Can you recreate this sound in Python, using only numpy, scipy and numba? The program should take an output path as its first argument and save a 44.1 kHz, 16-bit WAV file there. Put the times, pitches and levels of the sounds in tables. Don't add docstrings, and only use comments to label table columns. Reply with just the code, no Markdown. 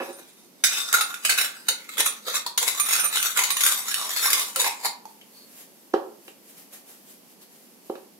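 import sys
import numpy as np
from scipy import signal
from scipy.fft import rfft, irfft
from scipy.io import wavfile
from scipy.ndimage import uniform_filter1d
from numba import njit

SR = 44100
rng = np.random.default_rng(int(sys.argv[2]) if len(sys.argv) > 2 else 0)


def master_out(mix):
    frames = np.transpose(np.atleast_2d(mix))
    ceiling = np.clip(frames, -1, 1)
    pcm = np.round(ceiling * 32767).astype(np.int16)
    wavfile.write(sys.argv[1], SR, pcm)


N = 361575
T = np.arange(N) / SR

# (f/Hz, width/Hz, relative level/dB)
DISC_MODES = [(2420, 50, -13), (6070, 45, -11), (9185, 35, 0), (10090, 50, -8), (12730, 60, -6),
              (14360, 45, -10)]


def undb(db):
    return 10 ** (np.asarray(db) / 20)


def unit(x):
    return x / np.sqrt(np.mean(x ** 2))


def colour(x, table, size=512):
    hz, db = np.transpose(table)
    bins = np.linspace(1, SR / 2, size + 1)
    gain = undb(np.interp(np.log(bins), np.log(hz), db))
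    ceps = irfft(np.log(gain))
    ceps[1:size] *= 2
    ceps[size + 1:] = 0
    taps = irfft(np.exp(rfft(ceps)))
    taps = np.reshape(taps / np.linalg.norm(taps), (1,) * (x.ndim - 1) + (-1,))
    return signal.oaconvolve(x, taps, axes=-1)[..., :N]


def ring(x, hz, width):
    radius = np.exp(-np.pi * width / SR)
    turn = 2 * np.pi * hz / SR
    return signal.lfilter([.5, 0, -.5], [1, -2 * radius * np.cos(turn), radius * radius], x)


def noisy(x, hz, width):
    return np.sqrt(4 * np.pi * width / SR) * ring(x, hz, width)


@njit
def svf(x, hz, width):
    y, band, low = np.empty(len(x)), 0., 0.
    for i in range(len(x)):
        g = np.tan(np.pi * hz[i] / SR)
        k = width / hz[i]
        v = (band + g * (x[i] - low)) / (1 + g * (g + k))
        band = 2 * v - band
        low = low + 2 * g * v
        y[i] = k * v
    return y


def walk(rate):
    t = T[::16]
    hold = int(SR / 16 / rate)
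    held = np.repeat(rng.standard_normal(len(t) // hold + 1), hold)
    smooth = uniform_filter1d(uniform_filter1d(held, hold), hold)
    return np.interp(T, t, smooth[:len(t)])


def spikes(s, size):
    x = np.zeros(N)
    np.add.at(x, (np.asarray(s) * SR).astype(int), size)
    return x


def burst(x, tau_s):
    fade = signal.lfilter([1], [1, -np.exp(-1 / (tau_s * SR))], x)
    return fade * rng.standard_normal(N)


def strokes(table):
    s, db, swell_s, fade_s, *share_db = np.transpose(table)[..., None]
    t = T[::32]
    distance = np.where(t < s, (s - t) / swell_s, (t - s) / fade_s)
    each = undb(db - 20 * distance)
    total = each.sum(axis=0) + 1e-30
    curves = [total] + [(each * share).sum(axis=0) / total for share in share_db]
    return [np.interp(T, t, curve) for curve in curves]


def air():
    # (f/Hz, relative level per Hz/dB)
    spectrum = [(18, -70), (30, -30), (98, -32), (199, -3), (554, -9), (600, -12.5), (889, -12),
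                (1460, -20), (2750, -16.5), (3980, -20), (4420, -15.5), (8080, -19.5), (13700, -14),
                (16000, -28)]
    own = rng.standard_normal((2, N))
    shared = signal.lfilter([.07], [1, -.93], 1.52 * rng.standard_normal(N)) * undb(0.25 * walk(15.0))
    side_db = -54.5 + np.array([[-.8], [.8]])
    return undb(side_db) * unit(colour(own + shared, spectrum, size=2048))


def kitchen(x):
    # (f/Hz, t60/s, relative level/dB)
    room = [(292, 0.52, -15), (800, 0.43, -2.5), (2970, 0.31, 1), (5430, 0.22, 3.5), (12700, 0.19, 3)]
    t = T[:SR]
    tail = 0
    for hz, t60, db in room:
        edges = [hz / 1.8, min(hz * 1.7, .45 * SR)]
        sos = signal.butter(2, edges, "band", fs=SR, output="sos")
        noise = rng.standard_normal((2, SR)) + 655.0 / hz * rng.standard_normal(SR)
        tail = tail + undb(db - 60 * t / t60) * signal.sosfilt(sos, noise)
    tail = tail * np.clip((t - .002) / 0.00018, 0, 1)
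    return signal.fftconvolve(x, tail / np.linalg.norm(tail[0]), axes=1)[:, :N]


def squeak():
    start_s, length_s = 5.31, .16
    swell = np.sin(np.pi * np.clip((T - start_s) / length_s, 0, 1))
    return undb(-56) * swell * noisy(rng.standard_normal(N), 4400, 115.0)


def hands():
    # (t of the loudest moment/s, level/dB, swell by 20 dB/s, fade by 20 dB/s)
    palms = [(5.1, -56.5, 0.088, 0.22), (5.38, -55.5, 0.2, 0.085), (5.61, -46, 0.2, 0.058),
             (5.8, -58.5, 0.64, 0.95), (6.28, -52.5, 0.11, 0.056), (6.5, -50, 0.11, 0.1),
             (6.58, -47.5, 0.031, 0.13), (6.735, -42, 0.025, 0.083), (6.89, -47, 0.047, 0.16),
             (7.1, -49, 0.085, 0.11), (7.32, -55.5, 0.19, 0.049), (7.43, -49, .055, 0.027),
             (7.52, -55.5, 0.069, 0.94), (7.86, -59, 0.03, 0.29)]
    # (f/Hz, relative level per Hz/dB)
    skin = [(350, -11), (600, 7), (834, -2.5), (1130, -2.5), (2120, -1.5), (4220, -5.5), (12300, 2.5),
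            (16000, -5)]
    # (t/s, relative level/dB, f/Hz)
    dough = [(5.213, -45.5, 2700), (6.3145, -50, 8300), (7.419, -53, 4220)]
    grains = rng.standard_normal((2, N)) * undb(2.0 * rng.exponential(size=N))
    ticks = 0
    for s, db, hz in dough:
        spray = burst(spikes([s], undb(db - 1.5)), 0.002)
        ticks = ticks + ring(spray, hz, hz * 0.16)
    return colour(unit(grains), skin) * strokes(palms)[0] + ticks


def board():
    # (t/s, relative level/dB, edge over the thud before trim/dB, push/ms)
    thuds = [(.002, -32, -34, 1.8), (0.023, -35, -22, 0.39), (0.05, -44, -25, 0.72), (0.1, -30, -26, 0.38),
             (0.19, -37, -26, 0.3), (5.935, -12, -37, 1.4), (5.938, -1.5, -30.5, 0.57),
             (6.28, -32, -11, 0.28), (7.897, -11, -38, 0.99), (7.954, -27, -19.5, 0.17)]
    # (t of the loudest moment/s, relative level/dB,
    # swell by 20 dB/s, fade by 20 dB/s)
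    drag = [(0.0, -60.5, 0.0062, 0.13), (.1, -69.5, 0.028, 0.032), (0.2, -70.5, 0.046, 0.0035)]
    # (f/Hz, relative level/dB, t60/s)
    wood_modes = [(200, -12, 0.029), (349.4, 5, 0.041), (406, 3.5, 0.034), (539, -1, 0.05),
                  (772, -4, 0.043), (890, -1, 0.02), (1087, 0, 0.016), (1320, -3, 0.021), (1690, -1, 0.012),
                  (2530, -0.5, 0.0094)]
    s, db, edge_db, push_ms = np.transpose(thuds)
    push = strokes(drag)[0] * undb(6.1 * walk(60.)) * rng.standard_normal(N)
    for start, gain, ms in zip(s, undb(db - 9.5), push_ms):
        pulse = np.hanning(int(ms * SR / 1000) + 3)
        push[int(start * SR):][:len(pulse)] += gain * pulse / pulse.sum()
    wood = 0
    for k, (hz, mode_db, t60) in enumerate(wood_modes):
        width = np.log(1000) / (np.pi * t60)
        wood = wood + (-1) ** k * undb(mode_db) * ring(push, hz, width)
    edge = burst(spikes(s, undb(db + edge_db + 13.0)), 0.0034)
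    for _ in range(2):
        edge = svf(edge, np.full(N, 2700.), 2850.0)
    return (wood + edge) * undb([[-1.2], [1.2]])


def chatter(start_s, length_ms):
    t = np.arange(int(length_ms * SR / 150)) / (length_ms * SR / 1000)
    swell = (1 - np.exp(-t / 0.46)) * np.exp(-t)
    return int(start_s * SR), swell / swell.max()


def forces(contacts, db):
    x = np.zeros(N)
    for (i, swell), gain in zip(contacts, undb(db)):
        x[i:i + len(swell)] += gain * swell
    return x


def catches(per_s, tau_s, spread_db):
    jumps = (rng.random(N) < per_s / SR) * undb(spread_db * rng.uniform(-1.06, 1, N))
    return unit(0.66 + signal.lfilter([1], [1, -np.exp(-1 / (tau_s * SR))], jumps))


def grit(force, patchiness):
    # (f/Hz, relative level per Hz/dB)
    spectrum = [(300, -16.5), (500, -7.5), (900, -2.5), (2200, 9), (2900, 7), (3700, 8.5), (5300, 6),
                (7000, 7), (7600, 6.5), (10500, 2), (11600, -15), (12600, -1.5), (14000, -3), (15500, -10)]
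    hz, db = np.transpose(spectrum)
    centres = 15500 * np.linspace(.15, 1, 28) ** 2
    widths = 1.71 * np.gradient(centres)
    gains = undb(np.interp(np.log(centres), np.log(hz), db)) * np.sqrt(widths)
    out = 0
    for centre, width, gain in zip(centres, widths, gains):
        once = noisy(force, centre, width)
        twice = noisy(once, centre, width) * np.sqrt(2 * np.pi * width / SR)
        out = out + gain * undb(patchiness * walk(18)) * twice
    return out / np.linalg.norm(gains)


def body(modes, force, patchiness, wander, turn):
    out = np.zeros((2, N))
    for k, (hz, width, db) in enumerate(modes):
        uneven = force * undb(patchiness * walk(18))
        mode = svf(uneven, hz * (1 + wander * walk(9)), width)
        mode = mode * np.sqrt(SR / (np.pi * width))
        angle = (-1) ** k * np.pi / 4 + turn * walk(12)
        out += undb(db) * np.sqrt(2) * mode * np.array([np.cos(angle), np.sin(angle)])
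    return out / np.linalg.norm(undb(np.transpose(modes)[2]))


def knocks(s, hz, db):
    width_hz, rise_s = 46, 0.00023
    t = T[:SR // 20]
    fade = (1 - np.exp(-t / rise_s)) * np.exp(-np.pi * width_hz * t)
    x = np.zeros(N)
    for start, pitch, gain in zip(s, hz, undb(db)):
        x[int(start * SR):][:len(t)] += gain * fade * np.sin(2 * np.pi * pitch * t)
    return x


def scraped_air(force):
    # (t/s, f/Hz)
    pitch = [(.62, 1540), (1.058, 1310), (1.45, 1630), (1.97, 1450), (2.2, 1130), (2.26, 1270),
             (2.399, 1280), (2.45, 1070), (2.7, 1050), (2.8, 1250), (3.0, 1460), (3.09, 1180), (3.19, 1470),
             (3.36, 1380), (3.41, 1040), (3.57, 1160), (3.66, 1450), (3.83, 940), (3.92, 1520),
             (4.05, 1020), (4.25, 1420), (4.44, 1050), (4.69, 930), (5.0, 970), (5.05, 890)]
    s, hz = np.transpose(pitch)
    return svf(force, np.interp(T, s, hz), 172.0)


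def groan(grains):
    # (t of the loudest moment/s, relative level/dB, swell by 20 dB/s, fade by 20 dB/s)
    binds = [(1.7, -38.5, 0.011, 0.038), (2.0, -32, 0.03, 0.021), (2.28, -33, 0.025, 0.056),
             (2.63, -40, 0.021, 0.017), (3.043, -27.5, 0.0081, 0.012), (4.57, -33.5, 0.017, 0.07)]
    return noisy(grains * strokes(binds)[0], 537, 86)


def tinks():
    # (t/s, relative level/dB)
    flicks = [(2.0564, -25), (2.799, -20), (2.9971, -24), (3.0435, -21), (3.2001, -28), (3.5054, -26)]
    hold_s = 0.026
    t = T[:SR // 10]
    hz, width, db = np.transpose(DISC_MODES)[..., None]
    landing = 1 + (t / hold_s) ** 8
    fade = (1 - np.exp(-t / 0.0007)) * np.exp(-t * width) / landing
    x = np.zeros((2, N))
    mixes = rng.standard_normal((len(flicks), 3, len(DISC_MODES), 1))
    for (s, flick_db), mix in zip(flicks, mixes):
        modes = undb(flick_db + 4 + db + 2.5 * mix[0] * (db < 0)) * fade
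        for side in range(2):
            tones = np.sin(2 * np.pi * hz * t + 0.84 * mix[1 + side])
            x[side, int(s * SR):][:len(t)] += (modes * tones).sum(axis=0)
    return x


def press():
    # (t/s, relative blow level/dB, left minus right/dB, contact/ms,
    # hollow knock f/Hz, knock over the blow before trim/dB)
    clinks = [(0.638, -2, -3, 2.1, 1563, -21), (0.6447, -5, -4, 1.5, 1475, -19),
              (0.927, -1, 0, 2.1, 1500, -29), (0.9385, -5, -4, 5.6, 1390, -12.5),
              (0.945, -11, 9, 2.7, 1433, -1.5), (1.008, -6, -2, 3.9, 1304, -16),
              (1.1287, -36, -5, 3.0, 1400, 0), (1.1408, -18, -4, 3.5, 1437, -11.5),
              (1.2487, -4, -4, 5, 1240, -25), (1.2926, -3, -1, 8.2, 1596, -18),
              (1.376, -9, 4, 4.8, 1485, -18), (1.3833, -9.5, -12, 5.6, 1440, -14),
              (1.411, -5, 2, 3.8, 1310, -30), (1.6844, -2, -1, 4.3, 1455, -25.5),
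              (1.8897, -21.5, -3, 4, 1300, -18), (1.97, -18, 6, 3.6, 1280, -18),
              (1.9792, -10, -11, 3.9, 1560, -20), (2.0026, -1.5, 0, 4.1, 1030, -27),
              (2.0653, -8, -4, 1.2, 1110, -22.5), (2.2723, -22.5, -14, 3.5, 1390, -20),
              (2.3419, -15.5, -1.5, 3.4, 1053, -17), (2.3527, -17.5, -19, 3.2, 1515, -12),
              (2.4632, -10.5, -0.5, 3.1, 975, -16), (2.5752, -3, -1, 3.5, 1610, -49),
              (2.6272, -6, -8, 2.3, 946, -26.5), (2.678, -5, 9, 2.8, 1060, -29),
              (2.7974, -8.5, -6, 2.2, 1190, -15.5), (2.8882, -13, -8, 5.5, 1096, -19),
              (2.997, -14.5, -6, 3.6, 1530, -27), (3.0408, -15, 9, 3.0, 1430, -25),
              (3.0612, -19, 4, 1.9, 1210, -13.5), (3.1702, -11, -11, 2.2, 1500, -16),
              (3.1995, -16, -5, 2.4, 1510, -13), (3.2268, -4, 1, 1.26, 1490, -37),
              (3.2612, -18, -3, 3.8, 1510, -13), (3.365, -18, -2, 3.4, 1473, -6),
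              (3.372, -7, -9, 2.7, 1440, -27), (3.3896, -3, -2, 3.3, 990, -24.5),
              (3.4166, -13.5, 7, 3.8, 988, -13.5), (3.4345, -6.5, 3, 5.2, 960, -41),
              (3.5029, -6.5, -1, 3.9, 1095, -23), (3.5669, -12, -7, 3.3, 1083, -16),
              (3.6048, -13, -9, 7, 1130, -24), (3.634, -10, 4, 3.4, 1464, -21),
              (3.6629, -6, -9, 1.7, 1560, -18), (3.698, -25, 5, 5.2, 1400, -12),
              (3.9129, -12, -8, 2.2, 1650, -19), (3.9418, -5.5, -2, 1.8, 1580, -31),
              (4.162, -13, -7, 2.3, 994, -24), (4.2454, -11, -10, 1.7, 1570, -13),
              (4.2572, -21.5, 4, 2.1, 1035, -4.5), (4.2796, -12, -3, 2.7, 1140, -12.5),
              (4.302, -7, -0.5, 3.2, 1670, -26), (4.3305, 0, -2, 2.4, 1300, -39),
              (4.3954, -17, -15, 3.0, 1446, -31), (4.5593, -7, -1, 2.5, 1335, -20),
              (4.579, -33.5, -4, 3.3, 1040, -9), (4.6148, -10.5, -2, 2.9, 1540, -19),
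              (4.6418, -12, -9, 4.4, 1075, -19), (4.8536, -11, 1, 3.7, 960, -16.5),
              (5.054, -32.5, -15, 1.2, 887, -2)]
    # (t of the loudest moment/s, relative scrape level/dB, swell by 20 dB/s, fade by 20 dB/s,
    # then over the scrape before trim: hollow/dB, barrel ring/dB, disc rattle/dB)
    slides = [(0.0, -41, .01, 0.38, -5.5, -14.5, 4), (0.192, -51, 0.024, 0.016, -11, -30, 6),
              (0.3, -52, 0.041, 0.028, -34, -29, -17), (0.39, -58, 0.061, 0.12, -41, -13, 14),
              (0.64, -26, 0.0039, 0.26, -8, -2.5, 4.5), (0.78, -28.5, 0.11, 0.071, -10, -12, -34),
              (0.946, -24.5, 0.056, 0.23, 1, -11.5, -12), (1.26, -10.5, 0.024, 0.028, -27, -33, -38),
              (1.3, -19, 0.017, 0.1, -3.5, -17.5, -34), (1.42, -19.5, 0.12, 0.076, -6, -16.5, -57),
              (1.62, -40, 0.34, 0.22, -6, -29, -31), (1.69, -22, 0.016, 0.025, -6, -23, -39),
              (1.92, -41.5, 0.27, 0.33, -26, -35, -31), (2.0, -10, 0.02, 0.019, -14, -18.5, -24),
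              (2.06, -18, 0.024, 0.034, -7, -5.5, -1), (2.1, -34, 0.024, 0.13, -28, -41, -15),
              (2.28, -28, 0.028, 0.13, 3, -28, -12), (2.36, -23, 0.086, 0.031, -15, -5.5, -35),
              (2.47, -40, 0.02, 0.018, 11, -15, -9), (2.58, -24.5, 0.0036, 0.099, -10, -10.5, -38),
              (2.68, -21.5, 0.039, 0.098, -14, -10, -26), (2.8, -29, 0.096, 0.02, 4, -1, -2),
              (2.925, -16.5, 0.093, 0.045, -8.5, -8.5, -6), (3.045, -27, 0.17, 0.029, 2, -20, 1),
              (3.17, -15.5, 0.083, 0.035, -13.5, -21, -10), (3.26, -27, 0.19, 0.15, -4.5, -5.5, -2),
              (3.385, -17, 0.039, 0.11, -9.5, -19.5, -13), (3.52, -32.5, 0.17, 0.013, -7, -10, -1),
              (3.67, -22.5, 0.13, 0.18, -3.5, -1.5, -1), (3.893, -21.5, 0.042, 0.061, -11, -12, -9),
              (3.99, -28.5, 0.067, 0.6, -2.5, -11, -11), (4.16, -29.5, 0.052, 0.2, -42, -13, -4),
              (4.23, -19.5, 0.037, 0.15, -12.5, -5.5, -12), (4.41, -23.5, 0.3, 0.074, -7, -11.5, -3),
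              (4.6, -20, 0.022, 0.073, -6.5, -4.5, -6), (4.66, -21.5, 0.043, 0.072, -3.5, -19, -8),
              (4.855, -21, 0.034, 0.033, -2.5, -14, -25)]
    # (f/Hz, width/Hz, relative level/dB)
    bare_modes = [(1490, 70, -17), (3600, 14, -6), (3790, 140, -7), (4800, 400, -8), (5430, 60, -9),
                  (5700, 200, -8), (6010, 120, -9), (6690, 30, -5), (8000, 35, -6), (9020, 76, -11),
                  (10500, 45, -10), (12500, 40, -11), (13700, 120, -18)]
    # (f/Hz, width/Hz, relative level/dB)
    capped_modes = [(1465, 70, -11.5), (2200, 360, -7), (3670, 260, -5), (4570, 260, -9), (5620, 150, -7),
                    (6060, 90, -5), (6860, 150, -2), (7400, 140, -8), (8050, 130, -4), (9570, 150, -3),
                    (10520, 170, 0), (11200, 220, -10), (12650, 800, -1), (14300, 220, -9)]
    cap_on_s = .925

    slide, hollow_db, sing_db, rattle_db = strokes(slides)
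    s, db, pan_db, contact_ms, knock_hz, knock_db = np.transpose(clinks)
    contacts = [chatter(start, ms) for start, ms in zip(s, contact_ms)]

    grains = unit(rng.standard_normal(N) * undb(2.77 * rng.exponential(size=N)))
    rub = slide * undb(3.2 * walk(50)) * catches(per_s=120., tau_s=0.0017, spread_db=5.5)
    rub_noise = np.sqrt(.5) * (grains + rng.standard_normal((2, N)))
    blows = np.array([forces(contacts, db - 4.5 + side * pan_db / 2) for side in (1, -1)])
    toneless = grit(rub * rub_noise + blows * rng.standard_normal((2, N)), patchiness=2.5)

    barrel_blows = rng.standard_normal(N) * forces(contacts, db - 4)
    barrel_force = undb(sing_db) * (undb(4.5) * rub * grains + barrel_blows)
    disc_force = grains * undb(rattle_db) * (undb(-9) * rub + forces(contacts, db - 10))
    bare = body(bare_modes, barrel_force * (T < cap_on_s), patchiness=2.0, wander=0.0006, turn=0.5)
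    capped = body(capped_modes, barrel_force * (T >= cap_on_s), patchiness=2.5, wander=.025, turn=0.9)
    disc = body(DISC_MODES, disc_force, patchiness=5.0, wander=0.004, turn=0.86)

    hollow = scraped_air(grains * undb(hollow_db + 13) * rub) + knocks(s, knock_hz, db + knock_db + 5.0)
    metal = toneless + bare + capped + disc + hollow + groan(grains) + tinks()
    small = signal.butter(2, 260, "high", fs=SR, output="sos")
    return signal.sosfilt(small, metal)


def scene():
    near = press() + board() + hands() + squeak()
    left_lag_s = .00015
    near[0] = undb(-0.6) * np.roll(near[0], round(left_lag_s * SR))
    near[0] += undb(-6.5) * svf(near[0], np.full(N, 12560.), 3000.0)
    return near + undb(-2) * kitchen(near) + air()


def record(dry):
    low_cut = signal.sosfilt(signal.butter(2, 60, "high", fs=SR, output="sos"), dry)
    top_cut = signal.ellip(12, .5, 95, 15750, fs=SR, output="sos")
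    return signal.sosfilt(top_cut, np.tanh(low_cut))


dry = scene()
out = record(dry)
master_out(out)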